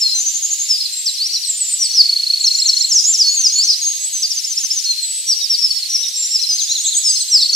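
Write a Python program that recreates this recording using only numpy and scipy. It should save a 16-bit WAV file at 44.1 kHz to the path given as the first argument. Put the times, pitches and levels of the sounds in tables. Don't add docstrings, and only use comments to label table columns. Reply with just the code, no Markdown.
import sys
import numpy as np
from scipy import signal
from scipy.fft import rfft, irfft, next_fast_len
from scipy.io import wavfile
from scipy.ndimage import uniform_filter1d, map_coordinates

SR = 44100
rng = np.random.default_rng(int(sys.argv[2]) if len(sys.argv) > 2 else 0)


def pcm_store(signal):
    levels = np.round(np.clip(np.atleast_2d(signal), -1, 1) * 32767)
    wavfile.write(sys.argv[1], SR, levels.astype(np.int16).T)


N = 332955

SWELL_CURVE = 1.4


def amp(db):
    return 10 ** (np.asarray(db) / 20)


def unit(x):
    return x / np.sqrt(np.mean(x ** 2) + 1e-20)


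def along(points, hz):
    f, value = np.transpose(points)
    return np.interp(np.log(hz + 1), np.log(f + 1), value)


def wobble(rate):
    knots = rng.standard_normal(int(N * rate / SR) + 4)
    return map_coordinates(knots, [np.arange(N) * rate / SR])


def filtered(x, response):
    m = next_fast_len(N + SR // 2)
    spectrum = rfft(x, m) * response(np.fft.rfftfreq(m, 1 / SR))
    return irfft(spectrum, m)[..., :N]


def convolved(x, h):
    return signal.fftconvolve(np.atleast_2d(x), h, axes=1)[:, :N]


def add(track, start, sound):
    first = max(start, 0)
    piece = sound[first - start:N - start]
    track[first:first + len(piece)] += piece


def tail(t60, gap):
    t = np.arange(SR // 2) / SR
    h = rng.standard_normal((2, len(t))) * amp(-60 * t / t60) * (t > gap)
    return h / np.linalg.norm(h[0])


def rough_face(t60, smear_db):
    face = amp(smear_db) * tail(t60, 0)
    face[:, 0] = 1
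    return face


def whistle(rows, phase, fade=.004):
    s, hz, db = np.transpose(rows)
    t = np.arange(s[0] - fade, s[-1] + fade, 1 / SR)
    round_off = int(.003 * SR) + 1
    pitch = uniform_filter1d(np.interp(t, s, hz), round_off, mode="nearest")
    level = uniform_filter1d(np.interp(t, s, db), round_off, mode="nearest")
    edge = np.clip(np.minimum(t - t[0], t[-1] - t) / (2 * fade), 0, 1)
    envelope = amp(level) * np.sin(edge * np.pi / 2) ** 2
    tone = np.sin(phase + 2 * np.pi * np.cumsum(pitch) / SR)
    return round(t[0] * SR), envelope * tone


def sing(notes):
    out = np.zeros(N)
    for rows, phase in zip(notes, 2 * np.pi * rng.random(len(notes))):
        add(out, *whistle(rows, phase))
    return out * amp(1.5 * wobble(90))


def placed(shape, events):
    return [np.array(shape) + [s, hz, db] for s, db, hz in events]


def glides(notes, later=0):
    fade_curve = 0.96
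    out = []
    for start, length, first, middle, last, db, place, swell_db, fade_db in notes:
        u = np.linspace(0, 1, num=25)
        place = np.clip(place, .01, .99)
        hz = first * (1 - u) * (1 - 2 * u) + 4 * middle * u * (1 - u) + last * u * (2 * u - 1)
        before = np.clip(1 - u / place, 0, 1)
        after = np.clip((u - place) / (1 - place), 0, 1)
        level = db - swell_db * before ** SWELL_CURVE - fade_db * after ** fade_curve
        out.append(np.transpose([later + start + length * u, hz, level]))
    return out


def arches():
    # [share of the climb still to go, f/Hz, level/dB]
    climb_shape = [(0.99, 6880, -18), (0.4, 7350, -13)]
    # [t from the event/s, f/Hz, level/dB]
    plunge = [(-.062, 7740, -16.5), (-.052, 7740, -18.5), (-.033, 6820, -14), (0, 5370, -1.5),
              (.014, 4730, -16)]
    # [t/s, level/dB, climb length/s]
    arch_events = [(2.472, -5.5, .014), (2.695, -5, 0.093), (2.925, -5, .096), (3.153, -5.5, 0.088)]
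    top = plunge[0][0]
    out = []
    for s, db, length in arch_events:
        climb = [(top - left * length, hz, level) for left, hz, level in climb_shape]
        out.append(np.array([*climb, *plunge]) + [s, 0, db])
    return out


def shoulders():
    # [t of the bend/s, peak level/dB, held f/Hz, hold/s, fall/s]
    held = [(1.811, -10, 5896, 0.024, 0.064), (5.292, -6.5, 5790, 0.025, 0.049),
            (5.937, -9.5, 5810, .048, 0.032)]
    roll_hz, roll_s = 1510, .06
    peak_s, swell_db, fade_db_per_s = .014, 14, 160
    out = []
    for bend, db, hz, hold, fall in held:
        t = np.linspace(-hold, fall, num=25)
        pitch = hz - roll_hz * np.sin(np.pi / 2 * np.clip(t / roll_s, 0, 1)) ** 2
        early = np.clip((peak_s - t) / (peak_s + hold), 0, 1)
        level = db - swell_db * early ** SWELL_CURVE - fade_db_per_s * np.clip(t - peak_s, 0, 1)
        out.append(np.transpose([bend + t, pitch, level]))
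    return out


def stream(patchy_db=1.1):
    # [f/Hz, level per Hz/dB]
    colour = [(180, -106), (300, -62), (580, -58), (756, -48), (877, -48), (968, -42), (1240, -38.5),
              (2000, -18), (3510, -5.5), (4200, 0), (4880, -1), (8410, -6), (11500, -12.5), (15500, -21.5)]
    # [f/Hz, correlation]
    alike = [(600, 0.68), (1500, 1), (3000, 0.74), (6000, 0.13), (12000, 0.18)]
    # [f/Hz, left minus right level/dB]
    lean = [(500, 2), (1500, 0.5), (8000, -0.5), (12000, -2)]
    z = signal.stft(rng.standard_normal((2, N)), nperseg=512)[2]
    field = uniform_filter1d(uniform_filter1d(rng.standard_normal(z.shape[1:]), 6, 0), 10, 1)
    pair = signal.istft(z * amp(patchy_db * unit(field)), nperseg=512)[1][:, :N]

    def mid_side(hz):
        turn = np.arccos(np.clip(along(alike, hz), -1, 1)) / 2
        return amp(along(colour, hz)) * [np.cos(turn), np.sin(turn)]

    mid, side = filtered(pair, mid_side)
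    both = filtered(np.array([mid + side, mid - side]),
                    lambda hz: amp(np.outer([.5, -.5], along(lean, hz))))
    return amp(-27) * unit(both)


def ticks():
    # [t/s, level before the lift/dB]
    clicks = [(.083, -37.5), (1.917, -41), (2.699, -46), (3.218, -48), (3.471, -46), (3.712, -60),
              (4.648, -35.5), (6.013, -42.5), (7.379, -30.5)]
    lift_db = 12
    out = np.zeros(N)
    for s, db in clicks:
        add(out, round(s * SR), amp(db + lift_db) * np.hanning(9))
    return out * amp([[1.2], [-1.2]])


def back_wren():
    # [t/s, length/s, first f/Hz, middle f/Hz, last f/Hz, peak level/dB,
    # place of peak 0-1, swell/dB, fade/dB]
    notes = [ (.58, .025, 7750, 7675, 7600, -30, 1, 1, 0),
             (.632, .073, 7300, 7160, 7130, -18.5, 0.041, 0, 13),
             (1.315, 0.08, 5750, 5650, 5800, -19, .47, 12, 11),
             (5.285, 0.028, 4150, 4200, 4130, -23.5, 0, 0, 8),
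             (5.9, 0.015, 5420, 5300, 5400, -16, 0.45, 7, 7),
             (6.488, 0.052, 5300, 4960, 4910, -12, 0.54, 4, 6),
             (6.574, .05, 4910, 4020, 3260, -13.5, 0.48, 19, 14),
             (6.675, 0.053, 3400, 3830, 4280, -13, 0.96, 18, 16),
             (6.684, 0.07, 5680, 5620, 5890, -20.5, 0.57, 5, 6),
             (6.752, 0.041, 4330, 3620, 3300, -12, 0.017, 3, 20),
             (6.842, 0.053, 3200, 3724, 4250, -15.5, 1, 12, 0),
             (6.921, 0.031, 4220, 3570, 3190, -15, 0, -6, 12)]
    # [t from lowest point/s, f above lowest/Hz, level/dB]
    vee = [(-.022, 691, -14), (-.01, 332, -2.5), (0, 1, -5), (.012, 476, -2), (0.025, 954, -9.5)]
    # [t from the event/s, f from its pitch/Hz, level/dB]
    pip = [(-.01, 150, -6.5), (0, 6, 0.5), (.009, -320, -15)]
    dip = [(-.068, 420, -11), (-.02, 199, -2), (0, 0, -2), (.023, 230, -1.5)]
    # [t/s, level/dB, f/Hz]
    vees = [(5.989, -18, 5340), (6.075, -16, 5400), (6.156, -16.5, 5220), (6.24, -14.5, 5220),
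            (6.326, -14, 5160), (6.41, -18, 5420)]
    pips = [(5.714, -10.5, 4500), (5.775, -14.5, 4350), (5.834, -14, 4220)]
    dips = [(.21, -18.5, 7000), (.36, -20.5, 7060), (.52, -20.5, 7080)]
    # [delay/s, left level/dB, right level/dB]
    echoes = [(.091, -10, -15), (.146, -18, -12.5)]
    song = sing([*glides(notes), *placed(vee, vees), *placed(pip, pips), *placed(dip, dips)])
    out = song + amp(-6) * convolved(song, tail(0.61, .005))
    for delay, *sides_db in echoes:
        late = np.pad(song, (round(delay * SR), 0))
        out += amp(sides_db)[:, None] * convolved(late, rough_face(0.03, 0))
    return out


def rock_wren():
    # [t/s, length/s, first f/Hz, middle f/Hz, last f/Hz,
    # peak level/dB, place of peak 0-1, swell/dB, fade/dB]
    notes = [ (.001, .055, 7120, 7280, 7220, -22, 0.12, -6.5, 5),
             (.006, 0.0394, 5750, 5230, 4910, -9, 0.47, 7.5, 7),
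             (.031, 0.055, 4300, 4254, 4085, -10.5, 0.49, 9, 3.5),
             (.088, 0.015, 4370, 4130, 3900, -16, 0, -6, 5),
             (1.176, 0.1, 4020, 4610, 5870, -13.5, 0.41, 16, 2.5),
             (1.332, 0.046, 6000, 4520, 3920, -15.5, 0.58, 1, 4.5),
             (1.49, 0.098, 7130, 7080, 6990, -23.5, 0.98, 6, 3),
             (1.64, 0.11, 7520, 7180, 7200, -19.5, .4, 2, 3),
             (3.238, 0.066, 4350, 4400, 4400, -11, 0.75, 3, 3),
             (3.31, 0.024, 4330, 4360, 4340, -21.5, 1, 1, 0),
             (3.352, 0.065, 6410, 6500, 5940, -10.5, 0.45, 13, 2),
             (3.49, 0.022, 4850, 4370, 4140, -16.5, .42, 11.5, 2),
             (3.7, 0.048, 6680, 4750, 3970, -10.5, 0.31, 10.5, 8),
             (3.814, 0.11, 6650, 6440, 6650, -13, 0.62, 6.5, 4),
             (3.998, 0.096, 8000, 7790, 7800, -17.5, 0.56, 11, 3),
             (4.128, 0.083, 6680, 6080, 6200, -15, 0.49, 2.5, 15),
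             (4.22, .041, 6600, 4910, 4820, -13.5, 0.38, 2, 1.5),
             (4.852, 0.087, 4326, 4228, 4074, -10.5, 0.72, 9.5, 15),
             (5.003, .03, 8970, 8060, 7670, -24, 1, 9, 0),
             (5.03, 0.18, 7720, 7910, 8060, -20.5, 0.19, -1, 0.5),
             (5.409, 0.039, 3880, 3780, 3700, -20, 0, 0, 8),
             (5.496, 0.062, 5616, 5310, 4320, -9, .16, 11, 3),
             (5.595, 0.075, 5480, 5374, 5200, -9, 0.56, 22, 2.5),
             (6.026, .039, 3750, 3757, 3530, -22.5, .4, 8, 8),
             (6.147, 0.17, 7620, 7305, 7190, -15, 0.3, 12, 8.5),
             (6.34, 0.038, 5650, 5200, 4650, -6, 0.52, 10.5, 23),
             (6.39, .016, 4470, 4215, 4000, -17, 0, 0, 2), (6.434, 0.023, 4320, 4110, 4050, -16, .4, 2, 7),
             (7.03, 0.13, 7200, 6380, 6320, -17, 0.89, 8, 4),
             (7.512, .038, 7515, 6500, 5460, -14.5, 1, 16, -17)]
    refrain = [ (.685, .081, 5540, 5134, 4610, -6.5, 0.34, 16, 11.2),
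               (.805, .023, 4360, 4215, 4100, -14, 0.095, 9, 10.5),
               (.851, 0.017, 4380, 4160, 3910, -12.5, .45, 12, 10),
               (.925, 0.1, 7470, 7620, 7560, -16, 0.86, 9, 9),
               (1.058, 0.046, 6080, 4570, 3850, -11, 0.47, 5, 8)]
    refrain_again_s = 6.352
    # [t from lowest point/s, f above lowest/Hz, level/dB]
    vee = [(-.022, 691, -14), (-.01, 332, -2.5), (0, 1, -5), (.012, 476, -2), (0.025, 954, -9.5)]
    # [t from the event/s, f from its pitch/Hz, level/dB]
    scoop = [(-.049, -130, -8), (-.02, -150, -1), (0, 0, 0), (.015, 402, -2), (.048, 1690, -2),
             (.056, 1750, -16)]
    upturn = [(-.058, -80, -3.5), (-.03, -92, -1), (0, 5, 0), (.012, 320, -1)]
    flick = [(-.016, -640, -14.5), (0, 0, -1.5), (.01, 230, -10)]
    slide = [(-.046, 1402, -10), (-.038, 780, -7), (-.03, 660, -8), (-.023, 500, -16), (-.014, 220, -7.5),
             (0, -5, 0.5), (.016, -20, -5.5)]
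    # [t/s, level/dB, f/Hz]
    vees = [(.278, -12.5, 6220), (.358, -14, 6240), (.44, -11, 6300), (.522, -11.5, 6310),
            (.608, -11.5, 6310), (6.627, -12.5, 6180), (6.711, -13.5, 6240), (6.794, -13, 6270),
            (6.876, -11.5, 6300), (6.961, -10.5, 6260)]
    scoops = [(3.605, -9.5, 4520)]
    upturns = [(.203, -14, 6190), (6.555, -15, 6180)]
    flicks = [(4.316, -10, 5480), (4.449, -9, 5340), (4.582, -6, 5490), (4.717, -6, 5350)]
    slides = [(4.378, -15.5, 6120), (4.516, -13.5, 6120), (4.646, -13.5, 6120), (4.776, -12, 6080)]
    # [t/s, left rock delay/s, right rock delay/s]
    echo_paths = [(0, 0.066, .097), (0.697, 0.08, 0.11), (1.4, 0.083, 0.12), (2.5, 0.084, 0.13),
                  (3.2, 0.085, 0.13), (4.4, 0.081, 0.13), (4.8, .08, .129), (5.4, 0.08, 0.13),
                  (6.4, 0.073, 0.12), (7.55, 0.077, 0.12)]
    # [left level/dB, right level/dB]
    thrown_db = [(-1.5, -46), (-44, -2.5)]
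    echo_trim_db = -4.5
    lag = 1.0
    song = sing([*glides(notes), *glides(refrain), *glides(refrain, refrain_again_s), *arches(),
                 *placed(vee, vees), *shoulders(), *placed(scoop, scoops), *placed(upturn, upturns),
                 *placed(flick, flicks), *placed(slide, slides)])
    sides = amp([[.5], [-.5]])
    out = filtered(song, lambda hz: sides * np.exp(np.outer([1, -1], 1j * np.pi * hz * lag / SR)))
    out += amp(-9.0) * convolved(song, tail(0.12, 0.0021))
    out += amp(-8.5) * convolved(song, tail(0.83, 0.0084))
    s, *delays = np.transpose(echo_paths)
    now = np.arange(N)
    for delay, sides_db in zip(delays, thrown_db):
        late = map_coordinates(song, [now - SR * np.interp(now / SR, s, delay)])
        fluttering = late * amp(1.93 * wobble(40))
        gain = amp(np.array(sides_db)[:, None] + echo_trim_db)
        out += gain * convolved(fluttering, rough_face(0.049, -3.5))
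    return out


def trill_chips():
    # [t/s, f from centre/Hz, level/dB]
    chip = [(-.004, -300, -9), (.002, -49, 0), (.007, 48, -3.5), (0.011, 100, -4.5), (.015, 40, -24)]
    # [t/s, level/dB]
    trills = [
        [(1.907, -13.5), (1.938, -16), (1.974, -17), (2.0567, -7.5), (2.0932, -5.5), (2.1287, -5.5),
         (2.164, -5.5), (2.198, -8), (2.233, -9), (2.269, -7), (2.3023, -6), (2.336, -7), (2.374, -10),
         (2.4089, -10), (2.4443, -6), (2.478, -5), (2.5134, -7), (2.55, -9), (2.586, -6.5), (2.6217, -7),
         (2.6594, -4.5), (2.6952, -5.5), (2.732, -7), (2.7696, -8), (2.8087, -5), (2.846, -8)],
        [(7.4247, -8), (7.4583, -8), (7.4945, -7.5), (7.5303, -8)],
    ]
    start_hz, sag_hz_per_s, scatter_hz = 4448, 205, 30
    chips = []
    for trill in trills:
        for s, db in trill:
            centre = start_hz - sag_hz_per_s * (s - trill[0][0])
            chips.append((s, db, centre + scatter_hz * rng.standard_normal()))
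    return placed(chip, chips)


def front_wren():
    # [t/s, length/s, first f/Hz, middle f/Hz, last f/Hz, peak level/dB,
    # place of peak 0-1, swell/dB, fade/dB]
    single = [ (1.929, 0.091, 6230, 5386, 4275, -3.5, 0.86, 16.5, 0.5),
              (2.926, 0.079, 7580, 5780, 4800, -4, 0.95, 8.5, 17),
              (3.04, 0.083, 6300, 6970, 7530, -8.5, 0.75, 8, 5),
              (3.162, 0.072, 7500, 5630, 4570, -3.5, 0.76, 22, 8.5),
              (3.424, 0.055, 6790, 5450, 4800, -4, 0.86, 14.5, 8),
              (3.654, 0.058, 6924, 5580, 4780, -6.5, 0.64, 26, -0.5),
              (7.298, 0.087, 6210, 5377, 4280, -3, 0.74, 16, 4),
              (7.39, 0.046, 4450, 3925, 3530, -12, .3, 0, 11.5)]
    # [t from the event/s, f from its pitch/Hz, level/dB]
    hook = [(-.058, 780, -19), (-.034, 801, -12.5), (-.018, 450, -7.5), (0, 4, 0), (.016, 34, -14)]
    stair = [(-.072, -850, -8), (-.057, -620, -2.5), (-.018, -370, -4), (0, -1, 0), (.013, 180, -14)]
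    # [t/s, level/dB, f/Hz]
    hooks = [(1.504, -10.5, 7480), (1.621, -9, 7770), (1.743, -9, 7810), (1.86, -13, 7900),
             (6.865, -11.5, 7520), (6.986, -9.5, 7770), (7.109, -10, 7830), (7.226, -12.5, 7880)]
    stairs = [(3.351, -12.5, 7230), (3.592, -10, 7250)]
    notes = sing([*glides(single), *placed(hook, hooks), *placed(stair, stairs)])
    trill = sing(trill_chips())
    centre, other = amp(-9) * tail(0.36, .015)
    spread = amp(-8) * other
    wood = np.array([centre + spread, centre - spread])
    return notes + trill + convolved(notes + amp(-2.5) * trill, wood)


def scene():
    return stream() + ticks() + back_wren() + rock_wren() + front_wren()


def record(dry):
    return filtered(np.clip(dry, -1, 1), lambda hz: hz < 15640)


dry = scene()
out = record(dry)
pcm_store(out)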